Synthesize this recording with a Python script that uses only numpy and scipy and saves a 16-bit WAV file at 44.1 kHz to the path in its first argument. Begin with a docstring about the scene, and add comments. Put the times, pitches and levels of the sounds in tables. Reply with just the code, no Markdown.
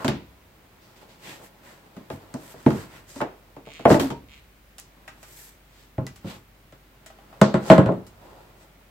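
"""A desk in a small bedroom, the stereo microphone close in, a faint hum from the house underneath.
Card, sleeves and fingers rub and snap as a laptop is lifted out of its knocking cardboard box.
Near four seconds the chair creaks, the lid drops on the empty box and judders, and the chair creaks
again. Fingers tap the metal case as the laptop is turned over, and it is set down with a clatter
that rings the desk top. The hardest knock overloads the recorder."""
import sys
import numpy as np
from scipy import signal
from scipy.fft import rfft, irfft, next_fast_len
from scipy.io import wavfile

SR = 44100
rng = np.random.default_rng(int(sys.argv[2]) if len(sys.argv) > 2 else 0)


def transcribe(signal):
    """Save signal, clipped to [-1, 1], as a 16-bit WAV file at the path in sys.argv[1]."""
    frames = np.atleast_2d(signal).T
    limited = np.clip(frames, -1, 1)
    pcm = np.round(limited * 32767).astype(np.int16)
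    wavfile.write(sys.argv[1], SR, pcm)


N = 392490
TIME = np.arange(N) / SR
RING_TIME = np.arange(SR // 2) / SR

# Strokes of skin, sleeve and card. Each row: peak time, rise and fall in seconds, level in dB,
# hiss over scuff in dB, pitch of the scrape in Hz.
STROKES = [(0.002, 0.028, 0.13, -41, -18, 1230), (0.83, 0.02, 0.15, -60.5, -10, 4770),
           (0.962, 0.0038, 0.074, -63.5, -2.5, 2800), (1.035, 0.023, 0.051, -54.5, -15, 585),
           (1.1, 0.013, 0.09, -57, -7.5, 4000), (1.283, 0.056, 0.094, -45.5, -5, 2740),
           (1.425, 0.048, 0.039, -51, -16, 600), (1.455, 0.038, 0.03, -60, 2.5, 13000),
           (1.665, 0.035, 0.12, -54, -6.5, 1800), (2.125, 0.023, 0.064, -55.5, -6, 13120),
           (2.51, 0.12, 0.035, -54, -2.5, 12500), (2.815, 0.2, 0.051, -48.5, -4.5, 1220),
           (2.945, 0.07, 0.074, -51.5, -8.5, 2040), (3.105, 0.03, 0.05, -57, 1, 6500),
           (3.18, 0.037, 0.052, -48.5, -7.5, 6800), (3.919, 0.036, 0.053, -29.5, -12, 5980),
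           (3.998, 0.004, 0.088, -34.5, -12.5, 12060), (5.41, 0.16, 0.11, -64.5, 11, 13900),
           (5.8, 0.11, 0.09, -65, -1.5, 3800), (6.304, 0.052, 0.071, -44.5, -10, 3070),
           (7.688, 0.057, 0.11, -35.5, -17, 6700), (8.279, 0.09, 0.23, -52, -18, 640),
           (8.62, 0.046, 0.045, -58.5, -10.5, 8000)]
# The desk top's resonances. Each row: frequency in Hz, level in dB, t60 in seconds.
DESK_MODES = [(106, -7, 0.24), (135, 0, 0.25), (183, 1, 0.27), (318, -7.5, 0.19), (360, -8.5, 0.18),
              (543, -2, 0.18), (641, -1, 0.2), (850, -12, 0.2), (972, -14, 0.2), (1066, -11, 0.2),
              (1340, -16, 0.17), (1408, -17, 0.22), (1850, -20, 0.18), (1970, -20, 0.25)]
# The four registers: thud, knock, clack and tick. Each row: low and high edge in Hz.
REGISTERS = [(25, 300), (300, 1000), (1000, 3500), (3500, 17000)]
# The metal case's dense ring. Each row: frequency in Hz, level in dB.
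CASE_RING = [(700, -17.5), (1200, -2.5), (4000, -6.5), (8000, -5), (10000, -5), (16000, -7.5)]


def amp(db):
    """Decibels to gain."""
    return 10 ** (np.asarray(db) / 20)


def unit(x):
    """x at rms 1."""
    return x / np.sqrt(np.mean(x ** 2) + 1e-20)


def unit_attack(x, size=1100):
    """x with rms 1 over its first samples."""
    return x / np.sqrt(np.mean(x[..., :size] ** 2) + 1e-20)


def along(points, hz):
    """(Hz, value) points read on a log axis."""
    f, v = np.transpose(points)
    return np.interp(np.log(hz + 1), np.log(f + 1), v)


def hump(f, hz, octaves):
    """A broad peak of gain around hz."""
    return np.exp(-(np.log2((f + 1) / hz) / octaves) ** 2)


def filtered(x, response):
    """x through a response given as a function of frequency."""
    n = x.shape[-1]
    padded = next_fast_len(n + 4096)
    return irfft(rfft(x, padded) * response(np.fft.rfftfreq(padded, 1 / SR)), padded)[..., :n]


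def coloured(x, spectrum):
    """x given a (Hz, dB) spectrum."""
    return filtered(x, lambda hz: amp(along(spectrum, hz)))


def band(x, edges):
    """A causal band-pass whose neighbours add up flat."""
    sos = signal.butter(2, edges, "bandpass", fs=SR, output="sos")
    return signal.sosfilt(sos, signal.sosfilt(sos, x))


def wobble(per_s):
    """A random curve with per_s knots a second."""
    return np.interp(TIME * per_s, np.arange(N), rng.standard_normal(N))


def add(track, s, sound):
    """Lay a sound into the track at time s."""
    part = track[:, max(round(s * SR), 0):]
    part[:, :sound.shape[-1]] += sound[..., :part.shape[1]]


def diffuse(size):
    """White noise reaching the microphone from all sides: alike in the bass, unrelated in the treble."""
    # Each row: frequency in Hz, likeness of left and right from 0 to 1.
    likeness = [(120, 0.97), (300, 0.8), (600, 0.58), (1200, 0.12), (12000, 0)]

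    def mid_and_side(hz):
        angle = np.arccos(np.clip(along(likeness, hz), -1, 1)) / 2
        return np.array([np.cos(angle), np.sin(angle)])

    mid, side = filtered(rng.standard_normal((2, size)), mid_and_side)
    return np.array([mid + side, mid - side])


def room_tone(air_db, hum_hz):
    """Steady bedroom air and the low hum of a motor somewhere in the house."""
    # Each row: frequency in Hz, level in dB.
    air_spectrum = [(20, -10), (65, -5), (110, -1), (300, -8), (900, -14), (2200, -15), (5500, -25.5),
                    (10000, -28.5), (16000, -22)]
    # Each row: time in seconds, level in dB.
    hum_levels = [(1.8, -63), (3.0, -56)]
    hum = amp(np.interp(TIME, *np.transpose(hum_levels))) * np.sin(2 * np.pi * hum_hz * TIME)
    return amp(air_db) * unit(coloured(diffuse(N), air_spectrum)) + hum


def stroke(s, rise, fall):
    """The samples that a stroke covers, and its swell and fade over them."""
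    near = slice(*np.searchsorted(TIME, [s - 2.5 * rise, s + 2.5 * fall]))
    t = TIME[near] - s
    return near, np.exp(-(t / np.where(t < 0, rise, fall)) ** 2)


def rubbing(grain_db, grains_per_s, scuff_db, rasp_db, hiss_db, fidget_hiss_db):
    """Strokes swell and fade; the surfaces catch on each other's fibres, so friction comes in grains."""
    # Low, middle and high friction noise. Each row: frequency in Hz, level in dB.
    scuff = [(60, -10.5), (160, 3), (900, 1), (1500, -5), (3000, -28)]
    rasp = [(700, -41.5), (1600, 3), (4800, -2), (8000, -24)]
    hiss = [(2500, -28.5), (5000, 1.5), (8200, 6.5), (9500, -3.5), (13000, 2), (16000, -8.5)]
    # How busy the hands are between strokes. Each row: time in seconds, level in dB.
    fidget = [(.6, -62), (1.6, -59.5), (2.3, -53), (4.6, -75.5), (5.05, -57), (6.5, -79), (7.4, -51.5),
              (8.9, -66)]
    tilt = np.array([[0], [0.66], [1]])  # share of the brightness taken by scuff, rasp and hiss
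    fidget_db = np.interp(TIME, *np.transpose(fidget)) + 1.5 * wobble(per_s=2)
    power = amp(fidget_db + tilt * fidget_hiss_db) ** 2
    for s, rise, fall, db, bright_db, _ in STROKES:
        near, swell = stroke(s, rise, fall)
        power[:, near] += (amp(db + tilt * bright_db) * swell) ** 2
    # the hand's pressure wavers more slowly than the fibres catch
    catches = amp(grain_db * wobble(grains_per_s) + wobble(per_s=45))
    layers = zip(np.sqrt(power), (scuff, rasp, hiss), (scuff_db, rasp_db, hiss_db))
    return sum(level * amp(db) * unit(coloured(diffuse(N) * catches, spectrum))
               for level, spectrum, db in layers)


def scraping(friction, lift_db, octaves):
    """Each pair of surfaces scrapes loudest around its own pitch."""
    out = friction.copy()
    for s, rise, fall, _, _, hz in STROKES:
        near, swell = stroke(s, rise, fall)
        scrape = filtered(friction[:, near], lambda f: hump(f, hz, octaves))
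        out[:, near] += amp(lift_db) * swell * scrape
    return out


def through_desk(x, width_hz, lift_db):
    """The desk top sings along with whatever rubs on it."""
    peaks = lambda f: sum(1 / (1 + ((f - hz) / width_hz) ** 2) for hz, _, _ in DESK_MODES)
    return filtered(x, lambda f: 1 + amp(lift_db) * peaks(f))


def room_tail(spectrum):
    """A fresh stereo tail in which each frequency dies at the bedroom's speed."""
    # Each row: frequency in Hz, t60 in seconds.
    room_decay = [(80, 0.41), (600, 0.34), (4000, 0.4), (14000, 0.085)]
    hz, t, frames = signal.stft(coloured(diffuse(len(RING_TIME)), spectrum), SR, nperseg=256)
    decay = amp(-60 * t / along(room_decay, hz)[:, None])
    return signal.istft(frames * decay, SR, nperseg=256)[1][:, :len(RING_TIME)]


def overtones(ring, t60, count=64):
    """A panel's many weak upper modes, one per row, over three octaves from the foot of the clack."""
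    octaves = 3 * (np.arange(count) + rng.random(count))[:, None] / count
    hz = REGISTERS[2][0] * 2 ** octaves
    envelope = amp(along(ring, hz) - 60 * RING_TIME / t60) * np.sqrt(hz)
    return envelope * np.sin(2 * np.pi * hz * RING_TIME)


def register_levels(note_hz, db, softness, thinning_db):
    """The struck spot moves little air below its note, and a soft contact loses the octaves above."""
    # Centres of thud, knock, clack and tick in Hz.
    centres = [220, 550, 1900, 7700]
    octaves = np.log2(np.array(centres) / max(note_hz, centres[0]))
    return db + thinning_db * np.minimum(octaves, 0) - softness * np.maximum(octaves, 0)


def blows(rows, modes, ring, registers_db, thinning_db, modes_db, note_t60,
          crack_db, crack_t60, bloom_s, damping_s, late_db):
    """Each blow is a crack, the struck thing's modes and a dense ring, balanced by the contact."""
    out, t = np.zeros((2, N)), RING_TIME
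    rise = 1 - np.exp(-t / 0.0007)  # the struck thing takes up the blow
    punch = 1 + 0.18 * np.exp(-t / 0.0019)  # extra strength of the direct sound
    # the hand damps part of the ring at once, and the room carries the rest
    fall = np.exp(-(t / damping_s) ** 2) + amp(late_db)
    upper, clack = overtones(ring, t60=0.2), REGISTERS[2]
    for s, note_hz, blow_db, softness, note_db in rows:
        tones = sum((-1) ** k * amp(db + rng.normal(0, 2.9) - 60 * t / t60) * np.sin(2 * np.pi * hz * t)
                    for k, (hz, db, t60) in enumerate(modes))
        # reflections from desk and walls pile up just after the direct sound
        reflections = unit_attack(room_tail(ring) * (1 - np.exp(-t / bloom_s)))
        # every blow wakes the same upper modes, each time in a new balance
        shimmer = rng.standard_normal((2, len(upper))) @ upper
        shimmer *= np.std(band(reflections, clack)) / np.std(band(shimmer, clack))
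        noise = unit(coloured(rng.standard_normal(len(t)), ring))
        crack = band(noise, (400, 14000)) * amp(crack_db + 0.3 * softness - 60 * t / crack_t60)
        body = amp(modes_db) * unit_attack(tones * rise) + reflections + shimmer
        sound = body * fall * punch + crack
        # the struck spot favours one note, which stands out of its register
        note = np.sin(2 * np.pi * note_hz * t) * rise * amp(-60 * t / note_t60) * fall
        count = len(registers_db)  # with only three, the thud is left out
        levels = register_levels(note_hz, blow_db, softness, thinning_db)[-count:] + registers_db
        for db, (low, high) in zip(levels, REGISTERS[-count:]):
            register = unit_attack(band(sound, (low, high)))
            if low <= note_hz < high:
                register = unit_attack(register + amp(note_db) * unit_attack(band(note, (low, high))))
            add(out, s, amp(db) * register)
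    return out


def box_knocks(right_lag_samples):
    """The cardboard box and lid ring when knocked; they stand to one side, so the right channel lags."""
    # Each row: start in seconds, note of the struck spot in Hz, level in dB, softness in dB lost
    # per octave above the note, note over the rest of the ring in dB.
    hits = [(0.0455, 265.7, -21.5, 6, 4), (0.08, 219.4, -22, 5, -4.5), (1.965, 178, -39.5, 6.5, -1),
            (2.1015, 480, -33, 8, -6), (2.13, 97, -38.5, 21.5, -3), (2.34, 245, -30, 8, -13.5),
            (2.541, 475, -44, 13, -8), (2.662, 264, -9, 10.5, -0.5), (2.704, 334, -24.5, 8, -8.5),
            (3.161, 279, -36, 9.5, 7.5), (3.204, 852, -26.5, 13.5, -4.5), (3.213, 723, -22.5, 11, -8),
            (3.565, 430, -41, 9, -11.5), (3.668, 445, -41, 11, -5), (3.7935, 425, -39, 8, -7),
            (3.8535, 682, -8.5, 14.5, -2), (3.877, 623, -15.5, 20, 4), (3.902, 460, -12, 10.5, -3.5),
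            (3.913, 326.7, -9, 10, 2.5), (3.943, 605, -18.5, 10.5, -2), (3.997, 277, -24.5, 4.5, -11),
            (4.103, 265, -29.5, 6, -4)]
    # The card's resonances. Each row: frequency in Hz, level in dB, t60 in seconds.
    modes = [(138, -3, 0.26), (210, -5, 0.24), (250, -3, 0.23), (282, -1, 0.19), (316, -5, 0.2),
             (365, -6, 0.16), (470, -6, 0.2), (585, -1, 0.19), (657, 0, 0.19), (872, -1, 0.15),
             (1370, -13, 0.11), (1845, -16, 0.12)]
    # The dense ring between them. Each row: frequency in Hz, level in dB.
    ring = [(40, -21.5), (80, -11.5), (140, -9.5), (280, 0), (1000, -6.5), (2000, -13.5), (4000, -28),
            (9000, -38.5), (16000, -39)]
    left, right = blows(hits, modes, ring, registers_db=[0, 0.5, 4.5, 13], thinning_db=8,
                        modes_db=-0.5, note_t60=0.22, crack_db=16.5, crack_t60=0.024,
                        bloom_s=0.00055, damping_s=0.027, late_db=4.5)
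    return np.array([left, np.pad(right, (right_lag_samples, 0))[:N]])


def room_boom(knocks):
    """The bedroom's lowest modes swell slowly after a blow and outlast it."""
    # Each row: frequency in Hz, width in Hz, level in dB.
    modes = [(64, 1.1, 3), (97.85, 1.3, -4.5)]
    return filtered(knocks, lambda f: sum(amp(db) * 1j * f * width / (hz * hz - f * f + 1j * f * width)
                                          for hz, width, db in modes))


def snaps(snap_s, octaves, room_db):
    """A caught nail or hard edge lets go in one very short burst, and the room answers faintly."""
    # Each row: start in seconds, centre in Hz, level in dB.
    releases = [(0.0809, 2500, -26.5), (0.087, 3390, -40), (2.102, 2390, -48.5), (2.341, 5570, -41.5),
                (3.737, 5350, -48.5), (4.783, 5900, -45.5), (4.799, 7960, -40.5), (6.067, 5450, -39.5),
                (7.416, 4350, -24)]
    out = np.zeros((2, N))
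    for s, hz, db in releases:
        burst = rng.standard_normal(len(RING_TIME)) * np.exp(-RING_TIME / snap_s)
        tail = room_tail(CASE_RING)
        sound = burst / np.linalg.norm(burst) + amp(room_db) * tail / np.linalg.norm(tail[0])
        snap = filtered(sound, lambda f: hump(f, hz, octaves))
        add(out, s, amp(db) * unit_attack(snap, size=176))
    return out


def chair_creaks(slips_per_s, extra_slips_per_s, swell_db, gain_db, scatter_db, tick_t60, room_db):
    """The joint sticks and slips in a run of dry ticks, fastest and loudest in the middle of a lean."""
    # The sitter leans. Each row: peak time in seconds, half length in seconds, level before gain in dB.
    leans = [(3.755, 0.11, -49), (4.337, 0.06, -51.5)]
    # The colour of one tick. Each row: frequency in Hz, level in dB.
    joint = [(600, -26.5), (1600, 0), (2600, 5.5), (4100, -0.5), (5200, -11.5), (8200, -12), (10000, -34)]
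    slips, t = np.zeros(N), RING_TIME
    for s, half, db in leans:
        lean = 1 - np.abs(TIME - s) / half
        count = np.cumsum((lean > 0) * (slips_per_s + extra_slips_per_s * lean)) / SR
        at = np.flatnonzero(np.diff(np.floor(count)))
        uneven_db = scatter_db * rng.standard_normal(len(at))
        slips[at] = amp(db + gain_db + swell_db * (lean[at] - 1) + uneven_db)
    decay = amp(-60 * t / tick_t60) + amp(room_db - 60 * t / 0.42)
    tick = unit(coloured(diffuse(len(t)), joint)) * decay
    return signal.fftconvolve(slips[None], tick, axes=1)[:, :N]


def lid_judder(width_hz):
    """As the lid slides to rest on the rim, friction keeps one panel resonance going for a moment."""
    # Each row: peak time in seconds, half length in seconds, pitch in Hz, level in dB.
    judders = [(4.042, 0.035, 278, -18.5), (4.151, 0.037, 935, -40.5)]
    out = np.zeros(N)
    for s, half, hz, db in judders:
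        drift = np.cumsum(rng.standard_normal(N)) * np.sqrt(2 * np.pi * width_hz / SR)
        swell = np.exp(-((TIME - s) / half) ** 2)
        out += amp(db) * swell * np.sin(2 * np.pi * hz * TIME + drift)
    return out


def case_taps():
    """Fingers and nails strike the laptop's metal case, which rings briefly and without a thud."""
    # Each row: start in seconds, note in Hz, level in dB, softness in dB per octave,
    # note over the ring in dB.
    hits = [(4.783, 7300, -46, 2, -10), (5.078, 1900, -43, 5, -7), (5.229, 644, -52, 0, -5),
            (6.067, 1983, -44.5, 2.5, 1), (6.159, 2970, -55, -0.5, -10), (7.061, 648, -52.5, -0.8, 8),
            (7.101, 643, -49, 5, -4), (7.186, 655, -53, 5.5, -6), (7.327, 661, -49.5, 6, -5),
            (8.066, 8260, -54, 2, -12)]
    # The case's resonances. Each row: frequency in Hz, level in dB, t60 in seconds.
    modes = [(621, -5, 0.11), (790, -2.5, 0.15), (1940, 4, 0.15), (4760, 1.5, 0.07)]
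    return blows(hits, modes, CASE_RING, registers_db=[-1, -1, -1], thinning_db=3,
                 modes_db=-10.5, note_t60=0.14, crack_db=16.5, crack_t60=0.012,
                 bloom_s=0.0013, damping_s=0.023, late_db=4.5)


def desk_clatter():
    """The laptop meets the desk in a run of blows that ring the top's low modes."""
    # Each row: start in seconds, note in Hz, level in dB, softness in dB per octave,
    # note over the ring in dB.
    hits = [(5.981, 130.3, -22.5, 8.5, 2.5), (6.244, 159.6, -31, 11, -16), (6.724, 274, -54, 1.5, 3),
            (7.414, 205, -8, 5, 2), (7.541, 208.5, -16.5, 5, 2.5), (7.7, 640, -7, 7.5, 0.5),
            (7.715, 682, -15.5, 5.5, -10.5), (7.78, 180, -8, 6.5, -16), (7.86, 119.4, -20, 6, 7),
            (7.888, 585, -24, 14.5, -5.5), (7.921, 340, -36, 6, 10)]
    # The dense ring between the desk's modes. Each row: frequency in Hz, level in dB.
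    ring = [(40, -25), (80, -17.5), (130, -1), (220, 3), (750, -9), (1400, -9), (2500, -23), (4200, -28),
            (5500, -40), (8000, -32), (9500, -43.5), (16000, -59)]
    return blows(hits, DESK_MODES, ring, registers_db=[-1.5, 3, 1, -2], thinning_db=0,
                 modes_db=3.5, note_t60=0.25, crack_db=20, crack_t60=0.02,
                 bloom_s=0.003, damping_s=0.042, late_db=5)


def scene():
    """Everything on and around the desk, heard from close by."""
    knocks = box_knocks(right_lag_samples=4) + desk_clatter() + case_taps()
    friction = rubbing(grain_db=1.5, grains_per_s=650, scuff_db=-1.5, rasp_db=1.5, hiss_db=1.84,
                       fidget_hiss_db=-18.5)
    scrapes = scraping(friction, lift_db=-0.5, octaves=0.64)
    rubs = through_desk(scrapes, width_hz=7, lift_db=1)
    creaks = chair_creaks(slips_per_s=102, extra_slips_per_s=66, swell_db=4.5, gain_db=9,
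                          scatter_db=2, tick_t60=0.01, room_db=-19.5)
    clicks = snaps(snap_s=0.0003, octaves=0.91, room_db=-7)
    judder = lid_judder(width_hz=9)
    room = room_tone(air_db=-56, hum_hz=48.4)
    return room + rubs + knocks + room_boom(knocks) + clicks + creaks + judder


def record(dry):
    """The microphone sheds the deepest bass; the recorder clips at full scale and cuts the top treble."""
    low_cut = signal.butter(2, 32, "highpass", fs=SR, output="sos")
    clipped = np.clip(signal.sosfilt(low_cut, dry), -1, 1)
    return filtered(clipped, lambda hz: hz < 15900)


dry = scene()
out = record(dry)
transcribe(out)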